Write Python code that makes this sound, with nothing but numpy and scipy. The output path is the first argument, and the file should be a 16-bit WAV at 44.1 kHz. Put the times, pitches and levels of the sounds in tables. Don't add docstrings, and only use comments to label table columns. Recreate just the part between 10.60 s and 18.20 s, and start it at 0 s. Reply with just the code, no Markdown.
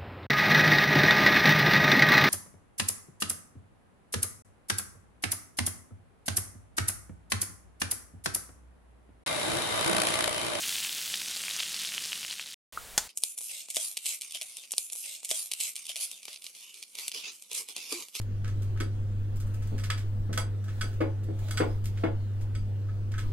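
import sys
import numpy as np
from scipy import signal
from scipy.fft import rfft, irfft
from scipy.io import wavfile
from scipy.ndimage import uniform_filter1d, map_coordinates

SR = 44100
rng = np.random.default_rng(int(sys.argv[2]) if len(sys.argv) > 2 else 0)


def dump(signal):
    limited = np.clip(np.atleast_2d(signal).T, -1, 1)
    pcm = np.round(limited * 32767).astype(np.int16)
    wavfile.write(sys.argv[1], SR, pcm)


N = 335160
TIME = np.arange(N) / SR

# f/Hz, level/dB per Hz
FRY_SPECTRUM = [(24, -76.5), (40, -17.5), (75, -17), (115, -18), (171, -9.5), (354, -16), (942, -18),
                (3140, -3.5), (9450, -5), (14500, -15), (16000, -28.5)]
# t/s, level/dB (over 2 ms), fizz re level/dB, body re level/dB
CRACKS = [(2.492, -46, -8, -19), (2.5741, -42, 16.5, -11.5), (2.6215, -58, 18, -12),
          (2.6366, -23.5, 4.5, -19), (2.7786, -47, 13.5, -8.5), (2.787, -45, 13.5, -13),
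          (2.8088, -47, 9, -7), (2.8149, -47, 11, -12), (3.086, -46, 2, -6), (3.103, -38, 7.5, -24),
          (3.1074, -45, 7, -25), (3.1466, -40, 6, -25), (3.1605, -32, 5, -31), (3.168, -23, -1.5, -15),
          (3.3705, -30, 0.5, -20), (3.3745, -30.5, -0.5, -24), (3.4578, -33, 3, -19), (3.461, -36, 0, -25),
          (3.465, -32, 1, -34), (3.4851, -39, 7, -25), (3.4915, -38, 8, -22), (3.6113, -39.5, 5, -31),
          (3.619, -37, 3, -35), (3.6338, -44, 0, -25), (3.7095, -42, 1, -28), (3.7222, -40, 3.5, -28),
          (3.7484, -36, 2, -26), (3.8135, -31.5, -3, -23), (3.8196, -39, 1, -22), (3.829, -42, 5.5, -28),
          (3.9698, -40, 5.5, -19.5), (3.9853, -47, 0, -12), (4.109, -41.5, 2, -22),
          (4.1367, -35.5, -9, -6.5), (4.3, -42, 1.5, -24), (4.936, -29.5, 1, -23), (5.6309, -44, -2, -19),
          (5.6538, -38.5, 0, -19), (5.6815, -37.5, -16, -6.5), (5.7304, -40, -5, -37),
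          (5.743, -44, -3, -25), (5.76, -39.5, -15, -31), (5.821, -44.5, -1, -28), (5.843, -42, 2.5, -21),
          (5.8659, -35.5, -12, -27), (5.9502, -47, -9, -25), (6.1426, -45, 1, -28), (6.2271, -37, -3, -21),
          (6.353, -38, -0.5, -22), (6.387, -33.5, -5, -16), (6.4807, -29.5, 2.5, -21),
          (6.517, -33, -7, -24), (6.5476, -39, -5, -22), (6.8232, -49, 8, -13.5), (6.915, -38, 0.5, -18),
          (6.932, -40.5, 7, -25), (6.9497, -38, 8, -27), (7.0874, -39.5, 1, -18), (7.1645, -32.5, -1, -15),
          (7.1812, -39, -3, -14), (7.4236, -39, -5, -17), (7.4848, -46.5, -1, -13),
          (7.5522, -33, -4.5, -16)]
# t/s, f/Hz
FILM_NOTE = [(2.8, 650), (3.8, 655), (5.6, 651), (6.25, 423), (7.05, 423), (7.16, 365)]
# f/Hz, level/dB per Hz
TEAR_SPECTRUM = [(1200, -48.5), (1800, -17), (2350, 0.5), (3300, 0), (5000, -0.5), (6500, -2.5),
                 (9000, -30.5)]
# f/Hz, level/dB per Hz
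FIZZ_SPECTRUM = [(3500, -28), (5500, -3), (7000, 3.5), (9500, 3.5), (12000, 0.5), (13500, -7), (14700, -43),
                 (16000, -80)]
# f/Hz, level/dB per Hz
BODY_SPECTRUM = [(80, -39.5), (190, -7), (520, -1.5), (1100, -3), (1700, -15), (4000, -40)]

AIR_START_S, PEEL_START_S = 2.124, 2.48
FIRST_PULL_END_S, PULL_PERIOD_S = 4.1, 1.545
SURGE_RISE_DB_PER_S, SURGE_RELEASE_DB_PER_S = 1145, 344


def frying():
    stop_s = 1.943
    return band(sizzle() + popping() + steam(), 45, 20000) * (TIME < stop_s)


def sizzle(count=22):
    start_db, drying_db_per_s = -36.0, 1.5
    flare_s, flare_width_s, flare_db = 0.12, 0.11, 2.5
    flare = flare_db * np.exp(-((TIME - flare_s) / flare_width_s) ** 2)
    level_db = start_db + flare - drying_db_per_s * TIME + water_gone_db()

    fine = colour(grains(per_s=10000, spread_db=2.6), FRY_SPECTRUM)
    pitches_hz = np.geomspace(2850, 10500, count)
    bubbles = rms_one(sum(bubble(grains(per_s=55, spread_db=2.8), hz, cycles=10.0) * hz ** -.2
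                          for hz in pitches_hz))
    clusters = from_db(1.4 * drift(110) + 1.3 * drift(20))
    spits = rms_one(colour(grains(per_s=520, spread_db=4.0), FRY_SPECTRUM))
    mix = from_db(-3.2) * fine + from_db(-2.0) * clusters * bubbles + from_db(-6.8) * spits
    return from_db(level_db) * mix


def popping():
    # t/s, level/dB, f/Hz
    big_bubbles = [(0.1835, -20.5, 3030), (0.2937, -19, 3400), (0.5403, -16, 3300), (0.617, -24, 2600),
                   (0.6843, -20, 5400), (0.7675, -18, 4750), (0.8185, -21, 8000), (0.8377, -22.5, 2900),
                   (0.8827, -21, 2460), (0.9106, -18.5, 3800), (0.9651, -17, 6450), (1.0018, -15.5, 4400),
                   (1.0048, -15, 3050), (1.0316, -18, 3250), (1.144, -16.5, 4640), (1.2492, -19.5, 3350),
                   (1.3801, -15, 3050), (1.453, -20, 5370), (1.5205, -20, 3100), (1.5305, -17.5, 2900),
                   (1.531, -20, 4900), (1.6304, -23.5, 3060), (1.6489, -21, 2850), (1.7105, -18.5, 4180),
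                   (1.7962, -20.5, 2630), (1.8125, -24.5, 4100), (1.8614, -26.5, 4000), (1.875, -29, 3800)]
    s, db, _ = np.transpose(big_bubbles)
    rings = sum(bubble(clicks([at], from_db(level_db + 1.5)), hz, cycles=13.2)
                for at, level_db, hz in big_bubbles)
    ticks = colour(clicks(s, from_db(db - 5.0)), FRY_SPECTRUM)
    knocks = band(clicks(s, from_db(db + 1.5)), 500, 2200)
    return rings + ticks + knocks


def steam():
    jet_db, wisp_db, jet_end_s, jet_fall_s = -46.5, -65.0, 0.47, 0.24
    level_db = np.interp(TIME, [jet_end_s, jet_end_s + jet_fall_s], [jet_db, wisp_db]) + water_gone_db()
    mid, side = [rms_one(band(grains(per_s=14000, spread_db=0.5), 11500, 17000, order=3)) for _ in range(2)]
    return from_db(level_db) * spread(mid, side, side_db=-3.5 + 0.96 * (level_db - jet_db))


def water_gone_db(dry_s=1.56, fade_db_per_s=20.5):
    return -fade_db_per_s * np.maximum(TIME - dry_s, 0)


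def lifted_film():
    film = band(peeling() + cracking() + flapping(), 160, 20000, order=3)
    first_run = film * (TIME < FIRST_PULL_END_S)
    film = film + np.roll(first_run, round(PULL_PERIOD_S * SR), axis=1)
    lean_db = np.interp(TIME, [2.5, 7.5], [.3, .9])
    return film * from_db(np.array([[-1], [1]]) * lean_db)


def peeling():
    # t/s, f/Hz
    edge_pitch = [(2.6, 9400), (2.88, 10300), (2.938, 8500), (3.176, 7700), (3.3, 11100), (3.354, 8800),
                  (3.548, 8600), (3.924, 10040)]
    tear_db, fizz_db, body_db = peeling_levels()
    edge_hz, = in_time(edge_pitch)
    film_hz, = in_time(FILM_NOTE)
    catch = from_db(1.51 * drift(320))
    ticks = grains(per_s=340, spread_db=3.1) * from_db(-.4 * np.maximum(tear_db + 52, 0))

    tear = rustle(TEAR_SPECTRUM, per_s=6000, spread_db=1.4, side_db=-4.5)
    tear = tear + from_db(-4.0) * colour(ticks, TEAR_SPECTRUM)
    tear = patchy(tear, depth_db=5.0, width_hz=240, rate=20)

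    edge = hollow(rustle(FIZZ_SPECTRUM, per_s=14000, spread_db=1.6, side_db=-4), edge_hz, width_hz=1900)
    edge_db = 1.5 - 9 * np.maximum(TIME - 5.5, 0)
    fizz = rustle(FIZZ_SPECTRUM, per_s=12000, spread_db=2.5, side_db=-0.5)
    fizz = fizz + from_db(-2.0) * colour(ticks, FIZZ_SPECTRUM) + from_db(edge_db) * edge
    fizz = patchy(fizz, depth_db=4.2, width_hz=300, rate=16)

    drive = grains(per_s=5000, spread_db=3.5) + from_db(-5.0) * ticks
    body = from_db(-3.0) * hollow(drive, film_hz, width_hz=390)
    body = body + from_db(-2.0) * rms_one(band(drive, 940, 1440))
    body = body + from_db(-5.0) * rustle(BODY_SPECTRUM, per_s=5000, spread_db=2.0, side_db=3.0)
    body = patchy(body, depth_db=5.5, width_hz=100, rate=14, size=1024)

    mix = from_db(tear_db + 1.5) * tear + from_db(fizz_db + 1.96) * fizz + from_db(body_db + .5) * body
    return catch * (TIME > PEEL_START_S) * mix


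def peeling_levels(step_size=32):
    # t/s, length/s, tearing level/dB, fizz re tearing/dB
    surges = [(2.494, 0.007, -52, -8), (2.644, 0.076, -58.5, 15.5), (2.782, 0.12, -53.5, 13),
              (2.896, 0.12, -45.5, 2.5), (3.025, .025, -55.5, 0), (3.101, 0.043, -54, 5),
              (3.152, .008, -49, 12), (3.166, 0.009, -38.5, 1), (3.202, 0.056, -41, 5.5),
              (3.275, 0.044, -50, 8), (3.428, .025, -54, 4), (3.463, 0.082, -43, 7),
              (3.62, 0.063, -53.5, 2), (3.747, 0.017, -41, -1.5), (3.82, 0.02, -50, 1),
              (3.863, 0.17, -52.5, 1), (5.37, 0.022, -47.5, 0), (5.406, 0.036, -41, 6.5),
              (5.683, 0.046, -49, -3.5), (5.845, 0.042, -53.5, 3), (5.955, 0.15, -54, 1.5),
              (6.147, 0.05, -53, -1), (6.382, 0.085, -44, 1), (6.544, 0.065, -40, -6),
              (6.64, .052, -40, -13), (6.717, 0.037, -58.5, 5.5), (6.916, 0.018, -46, 1),
              (6.952, 0.038, -40.5, 6.5), (7.088, 0.024, -48.5, 2), (7.165, 0.18, -45, -2.5),
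              (7.302, 0.12, -45, 3.5), (7.322, 0.003, -40, 4.5), (7.552, .05, -41.5, 0.5)]
    # start t/s, end t/s (a row that ends before it starts is silent)
    stalls = [(2.518, 2.6), (2.752, 2.773), (2.793, 2.82), (3.596, 3.62), (4.072, 3.7), (5.927, 5.89),
              (6.495, 6.53)]
    t = TIME[::step_size]
    # lead 2.3 ms, length 2.5 ms
    rustles = [(s - 0.0023, 0.0025, min(db - 16, -49), fizz_db) for s, db, fizz_db, _ in CRACKS]
    s, length, db, fizz_re_db = np.vstack([surges, rustles]).T[:, :, None]
    surge_db = db + swell(t - s, length, SURGE_RISE_DB_PER_S, 23.5, SURGE_RELEASE_DB_PER_S)

    stuck = sum(1. * (TIME > start) * (TIME < end) for start, end in stalls)
    stall_db = -6.5 * uniform_filter1d(stuck, size=200)

    creep_start_s, creep_tear_db, creep_fizz_db = 2.645, -64.5, -59
    second_run = (t > FIRST_PULL_END_S) & (t < FIRST_PULL_END_S + PULL_PERIOD_S)
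    creep_db = swell(t - creep_start_s, N / SR, SURGE_RISE_DB_PER_S, 0, 0)
    creep_db = creep_db + uniform_filter1d(-20. * second_run, size=16)

    def total_db(rows_db, rest_db):
        power = np.sum(from_db(rows_db) ** 2, axis=0) + from_db(creep_db + rest_db) ** 2
        return stall_db + np.interp(TIME, t, 10 * np.log10(power))

    tear_db = total_db(surge_db, creep_tear_db)
    fizz_db = total_db(surge_db + fizz_re_db, creep_fizz_db)
    typical_tear_db, typical_body_db = -47.5, -68.5
    body_db = typical_body_db + 0.89 * (tear_db - typical_tear_db) + 0.45 * (TIME - PEEL_START_S)
    return tear_db, fizz_db, body_db


def cracking(lag_s=.00002, count=3):
    s, db, fizz_db, body_db = np.transpose(CRACKS)
    size = from_db(db) * np.sqrt(.002 * SR)
    splinter_s = s[:, None] + 0.015 * rng.random((len(s), count))
    splinter_share = from_db(-13.5) * rng.standard_normal((len(s), count))
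    splinter_share = splinter_share * from_db(-.6 * np.maximum(db + 33, 0))[:, None]
    gap_s = np.where(db + fizz_db > -23, .00021, .0011 * rng.uniform(.4, 1.4, len(s)))
    second_share = .4

    def kicks(a):
        first = clicks(s, a * np.sqrt(1 - second_share))
        second = clicks(s + gap_s, a * np.sqrt(second_share))
        return first + second + clicks(splinter_s, a[:, None] * splinter_share)

    mid_kicks = kicks(size)
    top_kicks = kicks(size * from_db(fizz_db))
    crack = colour(mid_kicks, TEAR_SPECTRUM) + from_db(1.5) * colour(top_kicks, FIZZ_SPECTRUM)
    crack = crack + from_db(-17.5) * bubble(mid_kicks, 6150, cycles=6.1)
    crack = crack + from_db(-15.0) * bubble(top_kicks, 9300, cycles=18)
    crack = crack + from_db(-1.5) * colour(clicks(s, size * from_db(body_db)), BODY_SPECTRUM)
    ears = np.array([crack, np.interp(TIME - lag_s, TIME, crack)])
    return ears + from_db(-14.0) * kitchen(crack, t60=0.013) + from_db(-16.0) * kitchen(crack, t60=0.3)


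def flapping():
    # t/s, level/dB
    flaps = [(3.168, -46.5), (3.752, -61.5), (3.815, -59), (5.684, -61.5), (6.548, -56.5), (6.665, -57),
             (6.912, -57.5), (6.995, -54.5), (7.088, -60), (7.162, -54), (7.548, -63)]
    # t/s, thud re flap/dB, overtone re flap/dB
    cone_growth = [(3, 14.5, -15), (7.5, 0, -1)]
    film_hz, = in_time(FILM_NOTE)
    thud_db, overtone_db = in_time(cone_growth)
    flap_t60_s, thud_t60_s = 0.17, 0.02
    decay = from_db(-60 / (flap_t60_s * SR))
    s, db = np.transpose(flaps)
    level = signal.lfilter([1], [1, -decay], clicks(s, from_db(db)) + 1e-18)
    level = uniform_filter1d(level, size=256)
    note = hollow(rng.standard_normal(N), film_hz, width_hz=125)
    overtone = hollow(rng.standard_normal(N), 2.38 * film_hz, width_hz=350)
    thuds = sum(ring(clicks([at], from_db(size_db)), np.interp(at, TIME, film_hz), thud_t60_s)
                for at, size_db in flaps)
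    return from_db(thud_db) * band(thuds, 300, 1500) + level * (note + from_db(overtone_db) * overtone)


def film_hum():
    tugs_s = [7.3212, 7.3279]
    # f/Hz, level/dB, t60/s
    tug_modes = [(284, -39, 0.05), (439, -36, 0.04), (1167, -38, 0.034)]
    length_s = 0.063
    age = TIME - 7.328
    pitch_hz = (334 + 260 * np.clip(age, 0, .15)) * (1 + .022 * drift(150))
    hum_db = -44 + swell(age, length_s, 2000, 0, 2200) + 1.1 * drift(110)
    hum = from_db(hum_db) * np.sin(2 * np.pi * np.cumsum(pitch_hz) / SR)

    thump = sum(ring(clicks(tugs_s, from_db(db)), hz, t60) for hz, db, t60 in tug_modes)
    thump = band(thump, 220, 1400)

    low, high = [hollow(rng.standard_normal(N), k * pitch_hz, width_hz=260) for k in (1, 3)]
    flutter_db = -57.5 + swell(age - length_s, 0.026, 300, 0, 450)
    flutter = from_db(flutter_db) * (low + high)

    scuff_db = -54.5 + swell(TIME - tugs_s[0], .018, 300, 0, 330)
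    scuff = from_db(scuff_db) * rms_one(band(grains(per_s=900, spread_db=2.0), 300, 1350))
    return band(hum + thump + flutter + scuff, 200, 2000, order=3)


def squeak():
    start_s, length_s, pitch_hz = 6.03, .09, 2900
    level_db = -56 + swell(TIME - start_s, length_s, SURGE_RISE_DB_PER_S, 0, SURGE_RELEASE_DB_PER_S)
    return from_db(level_db) * hollow(rng.standard_normal(N), np.full(N, pitch_hz), width_hz=380)


def snap():
    # f/Hz, level/dB per Hz
    snap_spectrum = [(35, -49), (60, -19), (338, -20), (785, -8.5), (991, -4.5), (1170, -16), (1470, -3.5),
                     (2650, -12), (4530, -5), (5090, -6.5), (6900, 0), (13000, -14.5), (16000, -27.5)]
    # f/Hz, level/dB, t60/s
    snap_modes = [(837, -22.5, 0.032), (957, -23.5, 0.033), (1510, -30, 0.034), (3430, -25.5, 0.047),
                  (5560, -33, 0.076), (7000, -37, .12)]
    start_s = 2.3785
    kick = clicks([start_s], 0.92)
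    splinter, side_splinter = [from_db(-15.5) * burst(start_s, t60=0.042)
                               + from_db(-32.0) * burst(start_s, t60=0.27) for _ in range(2)]
    mid = colour(from_db(5.0) * kick + splinter, snap_spectrum)
    mid = mid + sum(ring(kick * from_db(db), hz, t60) for hz, db, t60 in snap_modes)
    side = band(colour(side_splinter, snap_spectrum), 3000, 14300)
    fade = np.interp(TIME, [2.47, 2.52], [1, 0])
    return fade * spread(mid, side, side_db=-10.5)


def plop():
    note = ring(ring(clicks([2.1742], 1.0), 1320, 0.01), 1320, 0.0076)
    note = from_db(-23.0) * note / np.abs(note).max()
    return note + from_db(-9.0) * kitchen(note, t60=0.15)


def air():
    # f/Hz, level/dB per Hz
    air_spectrum = [(12, -39), (20, -2.5), (377, -24), (410, -16.5), (1260, -18), (3440, -19), (6010, -21),
                    (9140, -19), (16000, -25.5)]
    end_s, release_db_per_s = 2.475, 2402
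    level_db = -47 - release_db_per_s * np.clip(TIME - end_s, 0, .1)
    rumble = rms_one(band(rng.standard_normal(N), 20, 110))
    hiss = colour(rng.standard_normal(N), air_spectrum)
    return (TIME > AIR_START_S) * from_db(level_db) * spread(hiss, rumble, side_db=-11.5)


def background():
    # f/Hz, level/dB per Hz
    floor_spectrum = [(70, -27.5), (130, -15), (200, 3), (400, -2.5), (1500, -11.5), (4000, -23)]
    return from_db(-79.5) * colour(rng.standard_normal(N), floor_spectrum) * (TIME > AIR_START_S)


def from_db(db):
    return 10 ** (np.asarray(db) / 20)


def rms_one(x):
    return x / np.sqrt(np.mean(x ** 2) + 1e-20)


def in_time(rows):
    s, *columns = np.transpose(rows)
    return [np.interp(TIME, s, c) for c in columns]


def drift(rate):
    knots = rng.standard_normal(8192)
    return rms_one(np.interp(TIME * rate, np.arange(len(knots)), knots))


def colour(x, spectrum, size=4096):
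    hz, db = np.transpose(spectrum)
    log_hz = np.log(np.maximum(np.fft.rfftfreq(size, 1 / SR), 1))
    cepstrum = irfft(np.log(from_db(np.interp(log_hz, np.log(hz), db))))
    cepstrum[1:size // 2] *= 2
    cepstrum[size // 2 + 1:] = 0
    pulse = irfft(np.exp(rfft(cepstrum)))
    return signal.oaconvolve(x, pulse / np.linalg.norm(pulse))[:N]


def band(x, low_hz, high_hz, order=2):
    edges_hz = [low_hz, min(high_hz, SR / 2 - 1)]
    return signal.sosfilt(signal.butter(order, edges_hz, "band", fs=SR, output="sos"), x + 1e-18)


def ring(x, hz, t60):
    r, w = from_db(-60 / (t60 * SR)), 2 * np.pi * hz / SR
    return signal.lfilter([0, np.sin(w)], [1, -2 * r * np.cos(w), r * r], x + 1e-18)


def bubble(x, hz, cycles):
    return band(ring(x, hz, cycles / hz), 0.43 * hz, 3 * hz)


def clicks(times, sizes):
    out = np.zeros(N)
    places = np.round(np.asarray(times) * SR).astype(int)
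    np.add.at(out, np.clip(places, 0, N - 1), sizes)
    return out


def grains(per_s, spread_db):
    sizes = from_db(spread_db * np.minimum(rng.exponential(1, N), 4.5)) * rng.choice([-1, 1], N)
    return rms_one(sizes * (rng.random(N) < per_s / SR))


def burst(start, t60):
    age = TIME - start
    return rng.standard_normal(N) * (age >= 0) * from_db(-60 * np.maximum(age, 0) / t60)


def rustle(spectrum, per_s, spread_db, side_db):
    left, right, shared = [colour(grains(per_s, spread_db), spectrum) for _ in range(3)]
    return spread(shared, (left - right) / np.sqrt(2), side_db)


def hollow(x, note_hz, width_hz):
    turn = np.exp(2j * np.pi * np.cumsum(note_hz) / SR)
    sos = signal.butter(2, width_hz / 2, fs=SR, output="sos")
    return rms_one((turn * signal.sosfilt(sos, x / turn)).real)


def patchy(x, depth_db, width_hz, rate, size=512):
    hz, s, cells = signal.stft(x, SR, nperseg=size)
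    places = np.meshgrid(hz / width_hz, s * rate, indexing="ij")
    field = map_coordinates(rng.standard_normal((96, 256)), places, order=1, mode="wrap")
    return rms_one(signal.istft(cells * from_db(depth_db * field), SR)[1][..., :N])


def swell(age, length, rise_db_per_s, sag_db_per_s, release_db_per_s):
    fall = rise_db_per_s * np.maximum(-age, 0)
    fall = fall + sag_db_per_s * np.clip(age, 0, length)
    fall = fall + release_db_per_s * np.maximum(age - length, 0)
    return -np.minimum(fall, 200)


def spread(mid, side, side_db):
    return mid + from_db(side_db) * side * np.array([[1], [-1]])


def kitchen(x, t60, size=16384):
    age = np.arange(size) / SR
    tail = rng.standard_normal((2, size)) * from_db(-60 * age / t60) * (age > .002)
    return signal.oaconvolve(x[None], tail / np.linalg.norm(tail[0]), axes=1)[:, :N]


def scene():
    film = lifted_film() + film_hum() + squeak()
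    return frying() + film + snap() + plop() + air() + background()


def record(dry):
    low_pass = signal.ellip(10, .1, 80, 16000, fs=SR, output="sos")
    return signal.sosfilt(low_pass, np.clip(dry, -1, 1))


dry = scene()
out = record(dry)
dump(out)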